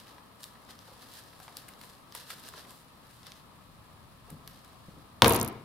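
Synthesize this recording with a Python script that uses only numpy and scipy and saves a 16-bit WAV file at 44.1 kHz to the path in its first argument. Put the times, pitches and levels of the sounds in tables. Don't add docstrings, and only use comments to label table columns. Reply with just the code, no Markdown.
import sys
import numpy as np
from scipy import signal
from scipy.fft import rfft, irfft, next_fast_len
from scipy.io import wavfile
from scipy.ndimage import map_coordinates

SR = 44100
rng = np.random.default_rng(int(sys.argv[2]) if len(sys.argv) > 2 else 0)


def rack_gain(trim_db):
    fader = np.asarray(trim_db, float)
    return 10 ** (fader / 20)


def int16_out(signal):
    q = np.round(np.clip(np.atleast_2d(signal).T, -1, 1) * 32767)
    wavfile.write(sys.argv[1], SR, q.astype(np.int16))


N = 248724

# (frequency [Hz], level per Hz [dB])
AIR = [(20, -23.5), (45, -12), (130, -6), (250, -7), (370, -13), (800, -12.5), (1050, -9.5), (1300, -11),
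       (1450, -24.5), (2300, -26), (4200, -27), (6400, -39), (10700, -32.5), (16000, -38.5)]
# (frequency [Hz], likeness [-1..1])
AIR_ALIKE = [(60, 0.675), (240, 0.657), (950, 0.321), (3770, -0.22), (15000, -0.24)]
# (frequency [Hz], left over right [dB])
AIR_PAN = [(60, 3), (180, 1), (550, 5), (1650, 3.5), (4970, -0.5), (15000, -1.5)]
# (time [s], level [dB])
RUMBLE = [(0, -63.5), (1.2, -62.5), (3.3, -62), (4.1, -58), (5.64, -60)]
HUM_DB, HISS_DB = -58.5, -54

# (peak time [s], run-up [s], die-away [s], level [dB], edge hiss over sheet [dB])
STROKES = [(0, 0.0195, 0.0317, -52.5, -4.5), (.09, 0.045, 0.0616, -56.5, -4.5),
           (.43, 0.0208, 0.0525, -54.5, 2.5), (.71, 0.0217, 0.0246, -50.5, -4.5),
           (.86, 0.285, 0.44, -61.5, -3), (1.03, 0.0287, 0.0245, -54, -2), (1.188, 0.11, 0.0227, -51, -1),
           (1.3, 0.36, 0.325, -60, -3), (1.43, 0.038, 0.064, -58, 1.5), (1.585, 0.052, 0.069, -55, -2.5),
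           (1.69, 0.0113, 0.021, -59, 3.5), (1.84, 0.063, 0.097, -56.5, 1),
           (1.9, 0.073, 0.087, -60.5, -3.5), (2.165, 0.0273, 0.089, -47, -3),
           (2.309, 0.0322, 0.051, -45.5, -2.5), (2.484, 0.0773, .025, -49, -2),
           (2.58, 0.056, 0.055, -48.5, -4), (2.705, 0.055, 0.075, -57, 0.5),
           (2.78, 0.074, 0.047, -61.5, 2.5), (3.13, 0.116, 0.147, -63, 0.5),
           (3.27, 0.014, 0.0236, -49, -13.5), (3.38, .2, 0.035, -59.5, -3.5),
           (4.3, 0.019, 0.048, -59.5, -2), (4.5, 0.073, 0.46, -61.5, -3.5)]
# (frequency [Hz], level per Hz [dB])
SHEET = [(1500, -56.5), (2600, -5.5), (4000, -1), (5200, -3.5), (6500, -13), (8500, -52)]
# (frequency [Hz], level per Hz [dB])
EDGE = [(5000, -35.5), (7000, -2.5), (9000, 0.5), (12000, -1), (15000, -6), (15800, -11), (16000, -44)]
# (frequency [Hz], level per Hz [dB])
HOLLOW = [(250, -31.5), (500, 3), (1000, -10.5), (1700, 4.5), (2500, -10.5), (4000, -46)]
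# (frequency [Hz], likeness [0..1])
SHEET_ALIKE = [(2500, 0.56), (6000, 0.233)]
EDGE_ALIKE = [(7000, 0.2), (14000, 0.375)]
HOLLOW_ALIKE = [(1000, 0.46)]
STROKE_DROP_DB = 10
REST_DB, REST_EDGE_DB, REST_HOLLOW_DB = -72, -72, -69
HOLLOW_DB = -6

# (time [s], peak [dB], snap pitch [Hz], treble over snap [dB])
SNAPS = [(0.0708, -42, 3420, -8.5), (0.4321, -31.5, 4000, -2), (0.4404, -29.5, 4000, -2),
         (.65, -46, 6000, -5.5), (.69, -45, 3720, -8.5), (0.7906, -38.5, 4480, -11.5),
         (1.0205, -40.5, 3880, -9), (1.2372, -44, 4560, -2.5), (1.4004, -43, 4780, -2.5),
         (1.5693, -27, 4510, -3), (1.6833, -44, 4480, 5), (1.687, -44, 4400, 7.5),
         (1.737, -38, 3900, -15.5), (1.814, -36, 3400, -4.5), (1.8363, -40, 3980, -8),
         (2.1231, -36, 4060, -6.5), (2.15, -33, 4200, 2.5), (2.1523, -33, 3620, 1.5),
         (2.304, -28, 2800, -7), (2.3066, -28.5, 2600, -7.5), (2.398, -47, 2940, 5),
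         (2.438, -37, 3530, -8.5), (2.4875, -40.5, 4550, 7), (2.7066, -42, 3910, 2),
         (3.231, -39.5, 4700, -17), (3.268, -37, 3840, -4), (3.3195, -31, 3800, -15),
         (4.303, -51.5, 3730, 16), (4.476, -30, 3580, -4), (4.647, -49, 4400, 4.5)]
# (time [s], peak [dB], hollow pitch [Hz])
TAPS = [(.182, -45, 998), (.402, -55, 810), (0.5541, -47.5, 1047), (.69, -47, 1114), (0.849, -56.5, 1230),
        (.8794, -46, 803), (1.237, -55, 890), (1.3323, -50, 990), (1.4011, -42.5, 763), (1.48, -37.5, 934),
        (1.6813, -51, 1510), (1.6883, -44, 1510), (1.8124, -47.5, 1286), (1.8359, -47, 1070),
        (2.1231, -52.5, 1215), (2.15, -35.5, 955), (2.304, -35.5, 1316), (2.5377, -43, 1050),
        (2.6495, -45.5, 1183), (2.6738, -51, 1140), (2.7067, -53, 998), (3.2309, -49.5, 1090),
        (3.268, -46.5, 1105), (4.303, -47, 816), (4.4774, -51.5, 1660), (4.647, -53.5, 861)]
SNAP_BODY_DB, SNAP_BODY_HZ = -22.5, 1104
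TAP_SNAP_DB, TAP_SNAP_HZ, TAP_TREBLE_DB = -2, 4000, -18.5

# (frequency [Hz], t60 [s])
ROOM = [(100, 0.85), (500, 0.642), (2000, 0.611), (6000, 0.507), (14000, 0.19)]
# (frequency [Hz], level [dB])
ROOM_TONE = [(60, -1), (200, 0), (1000, -0.5), (3000, -5.5), (8000, -6), (15000, 5.5)]
# (frequency [Hz], likeness [0..1])
ROOM_ALIKE = [(100, 0.973), (500, 0.931), (2000, 0.252), (8000, 0.1)]

# (time [s], peak [dB], pitch [Hz])
NUDGES = [(.885, -49, 480), (.915, -52, 520), (2.545, -48, 420), (2.575, -49, 600), (3.69, -48, 150),
          (4.283, -50, 450), (4.314, -42, 150), (4.327, -38, 160), (4.342, -45, 200), (4.37, -47, 140),
          (4.884, -39, 190), (4.935, -47, 150), (4.967, -45, 200), (4.98, -46, 170)]

# (time [s], steel [dB], knock [dB], table [dB], crunch [dB])
BLOWS = [
    (5.2206, 4.5, -1.5, -4, -10.5),
    (5.226, -38, -22, -11.5, -30.5),
    (5.23, -31.5, -25, -7.5, -18.5),
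    (5.245, -6, -6, -16, -11.5),
    (5.258, -25, -11, -2.5, -12),
    (5.271, -42, -13, -16.5, -25),
    (5.305, -41, -30.5, -9, -18),
    (5.35, -55, -22.5, -15.5, -21),
]
# (frequency [Hz], level [dB], t60 [s])
STEEL = [(3420, 7.5, 0.00268), (1736, 0, 0.00432), (2820, -4.5, 0.00247), (4270, -12, 0.0037),
         (5478, -9.5, 0.00666), (5880, -10, 0.00484), (9380, -7.5, 0.00284)]
# (frequency [Hz], level [dB], t60 [s])
KNOCK = [(966, 3, 0.0152), (1145, 0, 0.0142), (1323, 6, 0.00465), (2120, -7.5, 0.0165)]
# (frequency [Hz], level [dB], t60 [s])
TABLE = [(104.1, -4.5, 0.16), (122.46, -2, 0.21), (210.5, -3, 0.141), (238, -3, 0.11), (344, -5.5, 0.053),
         (388, -1.5, 0.057), (432.7, -5, 0.081), (461, 0, 0.089), (623.4, -6, 0.0914),
         (801.8, -4.5, 0.0443)]
# (frequency [Hz], level per Hz [dB])
CRUNCH = [(40, -11.5), (80, -30), (115, -3.5), (165, -20.5), (220, -1), (500, -6.5), (700, -2.5),
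          (1250, -4.5), (1420, -7), (2200, -7.5), (4000, -12), (8000, -22.5), (15000, -28)]
CRACK_DB, CRACK_GROWS = -6.5, .75

# (time [s], peak [dB], lower clink over clink [dB])
HOPS_LEFT = [(5.2714, -21.5, -22.5), (5.2799, -20, -3.5), (5.2922, -19, -28.5), (5.3044, -17, -20.5),
             (5.316, -23.5, -17), (5.345, -15.5, -25.5), (5.3595, -22.5, -2.5), (5.3754, -38, -2),
             (5.3985, -18.5, -12.5), (5.4122, -23.5, -1), (5.43, -23.5, -28.5), (5.4604, -41.5, 1.5),
             (5.477, -25, -13), (5.5268, -43.5, -15.5)]
# (time [s], peak [dB], lower clink over clink [dB])
HOPS_RIGHT = [(5.2736, -17, -23), (5.28, -7, -25), (5.2954, -9, -30), (5.3064, -25.5, -21),
              (5.3227, -14.5, -17.5), (5.3344, -17.5, -7.5), (5.348, -20, -19), (5.351, -22, -20),
              (5.3634, -17, -15), (5.389, -30.5, -7), (5.4127, -21, -5), (5.4284, -14, -31),
              (5.4465, -21.5, -16), (5.4486, -27, -23.5), (5.484, -24, -29), (5.4964, -42.5, -17.5)]
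LEFT_PAN_DB, RIGHT_PAN_DB = 6.5, -8
CLINK_HZ, CLINK_SCATTER = 10944, 0.1


def unit(x):
    return x / np.sqrt(np.mean(x ** 2) + 1e-20)


def along(points, hz):
    f, v = np.transpose(points)
    return np.interp(np.log(hz + 1), np.log(f + 1), v)


def curves(rows):
    s, *cols = np.transpose(rows)
    return [np.interp(np.arange(N) / SR, s, c) for c in cols]


def wobble(rate):
    knots = rng.standard_normal(int(N * rate / SR) + 4)
    return map_coordinates(knots, [np.arange(N) * rate / SR])


def filtered(x, response):
    m = next_fast_len(x.shape[-1] + 8192)
    spectrum = rfft(x, m) * response(np.fft.rfftfreq(m, 1 / SR))
    return irfft(spectrum, m)[..., :x.shape[-1]]


def spread(pair, spectrum, alike):
    def mid_side(hz):
        turn = np.arccos(np.clip(along(alike, hz), -1, 1)) / 2
        return rack_gain(along(spectrum, hz)) * [np.cos(turn), np.sin(turn)]

    mid, side = filtered(pair, mid_side)
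    return np.array([mid + side, mid - side])


def ring(modes, t, attack):
    t = np.maximum(t, 0)
    tones = sum(rack_gain(db - 60 * t / t60) * np.sin(2 * np.pi * hz * t) for hz, db, t60 in modes)
    return (1 - np.exp(-t / attack)) * tones


def puff(t, t60, hz, width_hz, alike):
    mid, side = rng.standard_normal((2, len(t)))
    side = (1 - alike) * side
    edges = np.clip([hz - width_hz / 2, hz + width_hz / 2], 50, SR * .45)
    band = signal.butter(2, edges, "band", fs=SR, output="sos")
    pair = signal.sosfilt(band, [mid + side, mid - side])
    return unit(pair) * rack_gain(-60 * t / t60) / 2


def panned(x, pan_db):
    return x * rack_gain(np.array([[.5], [-.5]]) * pan_db)


def add(out, s, sound, pan_db):
    part = out[:, round(s * SR):][:, :sound.shape[-1]]
    part += panned(sound, pan_db)[:, :part.shape[1]]


def air():
    tone = spread(rng.standard_normal((2, N)), AIR, AIR_ALIKE)
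    tone = filtered(tone, lambda hz: rack_gain(along(AIR_PAN, hz) * np.array([[.5], [-.5]])))
    rumble = filtered(tone, lambda hz: 1 / (1 + (hz / 175) ** 6))
    hiss = filtered(tone, lambda hz: 1 - 1 / (1 + (hz / 1600) ** 4))
    hum = tone - rumble - hiss
    hiss = filtered(hiss, lambda hz: hz < 15850)
    rumble_db, = curves(RUMBLE)
    swell = rack_gain(HUM_DB + 0.24 * wobble(1.93) + 1.31 * wobble(8.6))
    distant = (swell * hum + rack_gain(HISS_DB) * hiss) / np.std(hum)
    return distant + rack_gain(rumble_db + 0.73 * wobble(12.0)) * unit(rumble)


def slide():
    s, rise, fall, db, edge_db = np.transpose(STROKES)[:, :, None]
    clock = np.arange(0, N / SR, .001)
    late = clock - s
    run_up = -late / np.maximum(rise, .005)
    die_away = late / np.maximum(fall, .005)
    power = rack_gain(db - STROKE_DROP_DB * np.where(late < 0, run_up, die_away)) ** 2

    def level(over_db, rest_db):
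        total = (power * rack_gain(over_db) ** 2).sum(0) + rack_gain(rest_db) ** 2
        return np.interp(np.arange(N) / SR, clock, np.sqrt(total))

    caught = rng.random(N) < 1200 / SR
    catches = caught * rack_gain(2.74 * np.minimum(rng.exponential(size=N), 2.3))
    grains = unit(catches * rng.standard_normal((2, N)))
    unsteady = rack_gain(0.76 * wobble(60) + 0.95 * wobble(150))
    rub = unsteady * (0.644 * grains + 0.807 * rng.standard_normal((2, N)))
    sheet = unit(spread(rub, SHEET, SHEET_ALIKE))
    edge = unit(spread(rub, EDGE, EDGE_ALIKE))
    hollow = unit(spread(rub[::-1], HOLLOW, HOLLOW_ALIKE))
    paper = level(-1.51, REST_DB) * sheet + level(edge_db - 1.5, REST_EDGE_DB) * edge
    return paper + level(HOLLOW_DB, REST_HOLLOW_DB) * hollow


def ticks():
    out, t = np.zeros((2, N)), np.arange(SR // 20) / SR
    rows = [(s, db, SNAP_BODY_HZ, SNAP_BODY_DB, treble_db, hz) for s, db, hz, treble_db in SNAPS]
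    rows += [(s, db + TAP_SNAP_DB, hz, -TAP_SNAP_DB, TAP_TREBLE_DB, TAP_SNAP_HZ) for s, db, hz in TAPS]
    for s, db, hz, body_db, treble_db, snap_hz in rows:
        snap = puff(t, 0.00826, hz=snap_hz, width_hz=2130, alike=0.633)
        spit = puff(t, 0.00997, hz=10630, width_hz=6200, alike=0.484)
        hollow = ring([(hz, 0, .022), (hz * 1.743, -5, .018)], t, 0.000147)
        breath = puff(t, 0.0316, hz=hz * 1.391, width_hz=1095, alike=0.99)
        tick = snap + rack_gain(treble_db) * spit + rack_gain(body_db) * (0.67 * hollow + 0.99 * breath)
        add(out, s, rack_gain(db + 2.0) * tick, 1.5)
    return out


def room(x):
    hz, t, z = signal.stft(rng.standard_normal((2, SR)), SR, nperseg=256)
    dying = z * rack_gain(-60 * t / along(ROOM, hz)[:, None])
    tail = signal.istft(dying, SR, nperseg=256)[1]
    tail = panned(spread(tail, ROOM_TONE, ROOM_ALIKE), 2.4)
    tail = tail * (1 - np.exp(-np.arange(tail.shape[1]) / SR / 0.00132))
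    return signal.fftconvolve(x.mean(0)[None], tail / np.linalg.norm(tail[0]), axes=1)[:, :N]


def nudges():
    out, t = np.zeros((2, N)), np.arange(SR // 8) / SR
    for s, db, hz in NUDGES:
        modes = [(hz, 0, .045), (hz * 1.588, -4, .04), (hz * 2.644, -9, .035)]
        add(out, s, rack_gain(db + 2.0) * ring(modes, t, 0.00102), 2.5)
    return out


def punch():
    metal, wood, torn = np.zeros((3, 2, N))
    t = np.arange(SR // 2) / SR
    for s, steel_db, knock_db, table_db, crunch_db in BLOWS:
        steel = rack_gain(steel_db) * ring(STEEL, t, 0.000181)
        knock = rack_gain(knock_db - 8) * ring(KNOCK, t - .0006, 0.00052)
        add(metal, s, steel + knock, .6)
        crack = puff(t, 0.0023, hz=10700, width_hz=7600, alike=0.35)
        add(metal, s, rack_gain(CRACK_DB + CRACK_GROWS * steel_db) * crack, -1.5)
        top = [(hz, db + rng.normal(0, 1.82), t60) for hz, db, t60 in TABLE]
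        add(wood, s, rack_gain(table_db - 14.0) * ring(top, t - .003, 0.00222), 3)
        crunch = unit(spread(rng.standard_normal((2, len(t))), CRUNCH, ROOM_ALIKE))
        tearing = (1 - np.exp(-t / 0.002126)) * rack_gain(crunch_db + 0.5 - 60 * t / 0.02826)
        add(torn, s, tearing * crunch, 3)
    echo = room(rack_gain(-13.0) * metal + rack_gain(-5.0) * wood + rack_gain(5.5) * torn)
    return signal.lfilter(*signal.butter(1, 70, "high", fs=SR), metal + wood + torn + echo)


def rattle():
    out, t = np.zeros((2, N)), np.arange(SR // 40) / SR
    skid = (1 - np.exp(-t / .0007)) ** 2
    for hops, pan_db in [(HOPS_LEFT, LEFT_PAN_DB), (HOPS_RIGHT, RIGHT_PAN_DB)]:
        for s, db, low_db in hops:
            hz = CLINK_HZ * np.exp(CLINK_SCATTER * rng.normal())
            strike = ring([(hz, 0, .005)], t - .0005, .0001)
            high = skid * puff(t, 0.00677, hz=11720, width_hz=4080, alike=0.19)
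            low = skid * puff(t, 0.00928, hz=6000, width_hz=3360, alike=0.154)
            clink = 0.5 * strike + 2.24 * high + rack_gain(low_db + 10.5) * low
            add(out, s, rack_gain(db + 2) * clink, pan_db)
    return out


def scene():
    paper, thuds, parts = ticks(), nudges(), rattle()
    echo = room(rack_gain(-3.5) * paper + rack_gain(-5) * thuds + rack_gain(-40.5) * parts)
    return air() + slide() + paper + thuds + punch() + parts + echo


def top_cut(x):
    return signal.sosfilt(signal.butter(12, 16700, fs=SR, output="sos"), x)


def record(dry):
    held = .96 * dry / (1 + np.abs(dry) ** 8) ** (1 / 8)
    mix = filtered(held, lambda hz: 1 / (1 + (hz / 16300) ** 40))
    return top_cut(mix)


dry = scene()
out = record(dry)
int16_out(out)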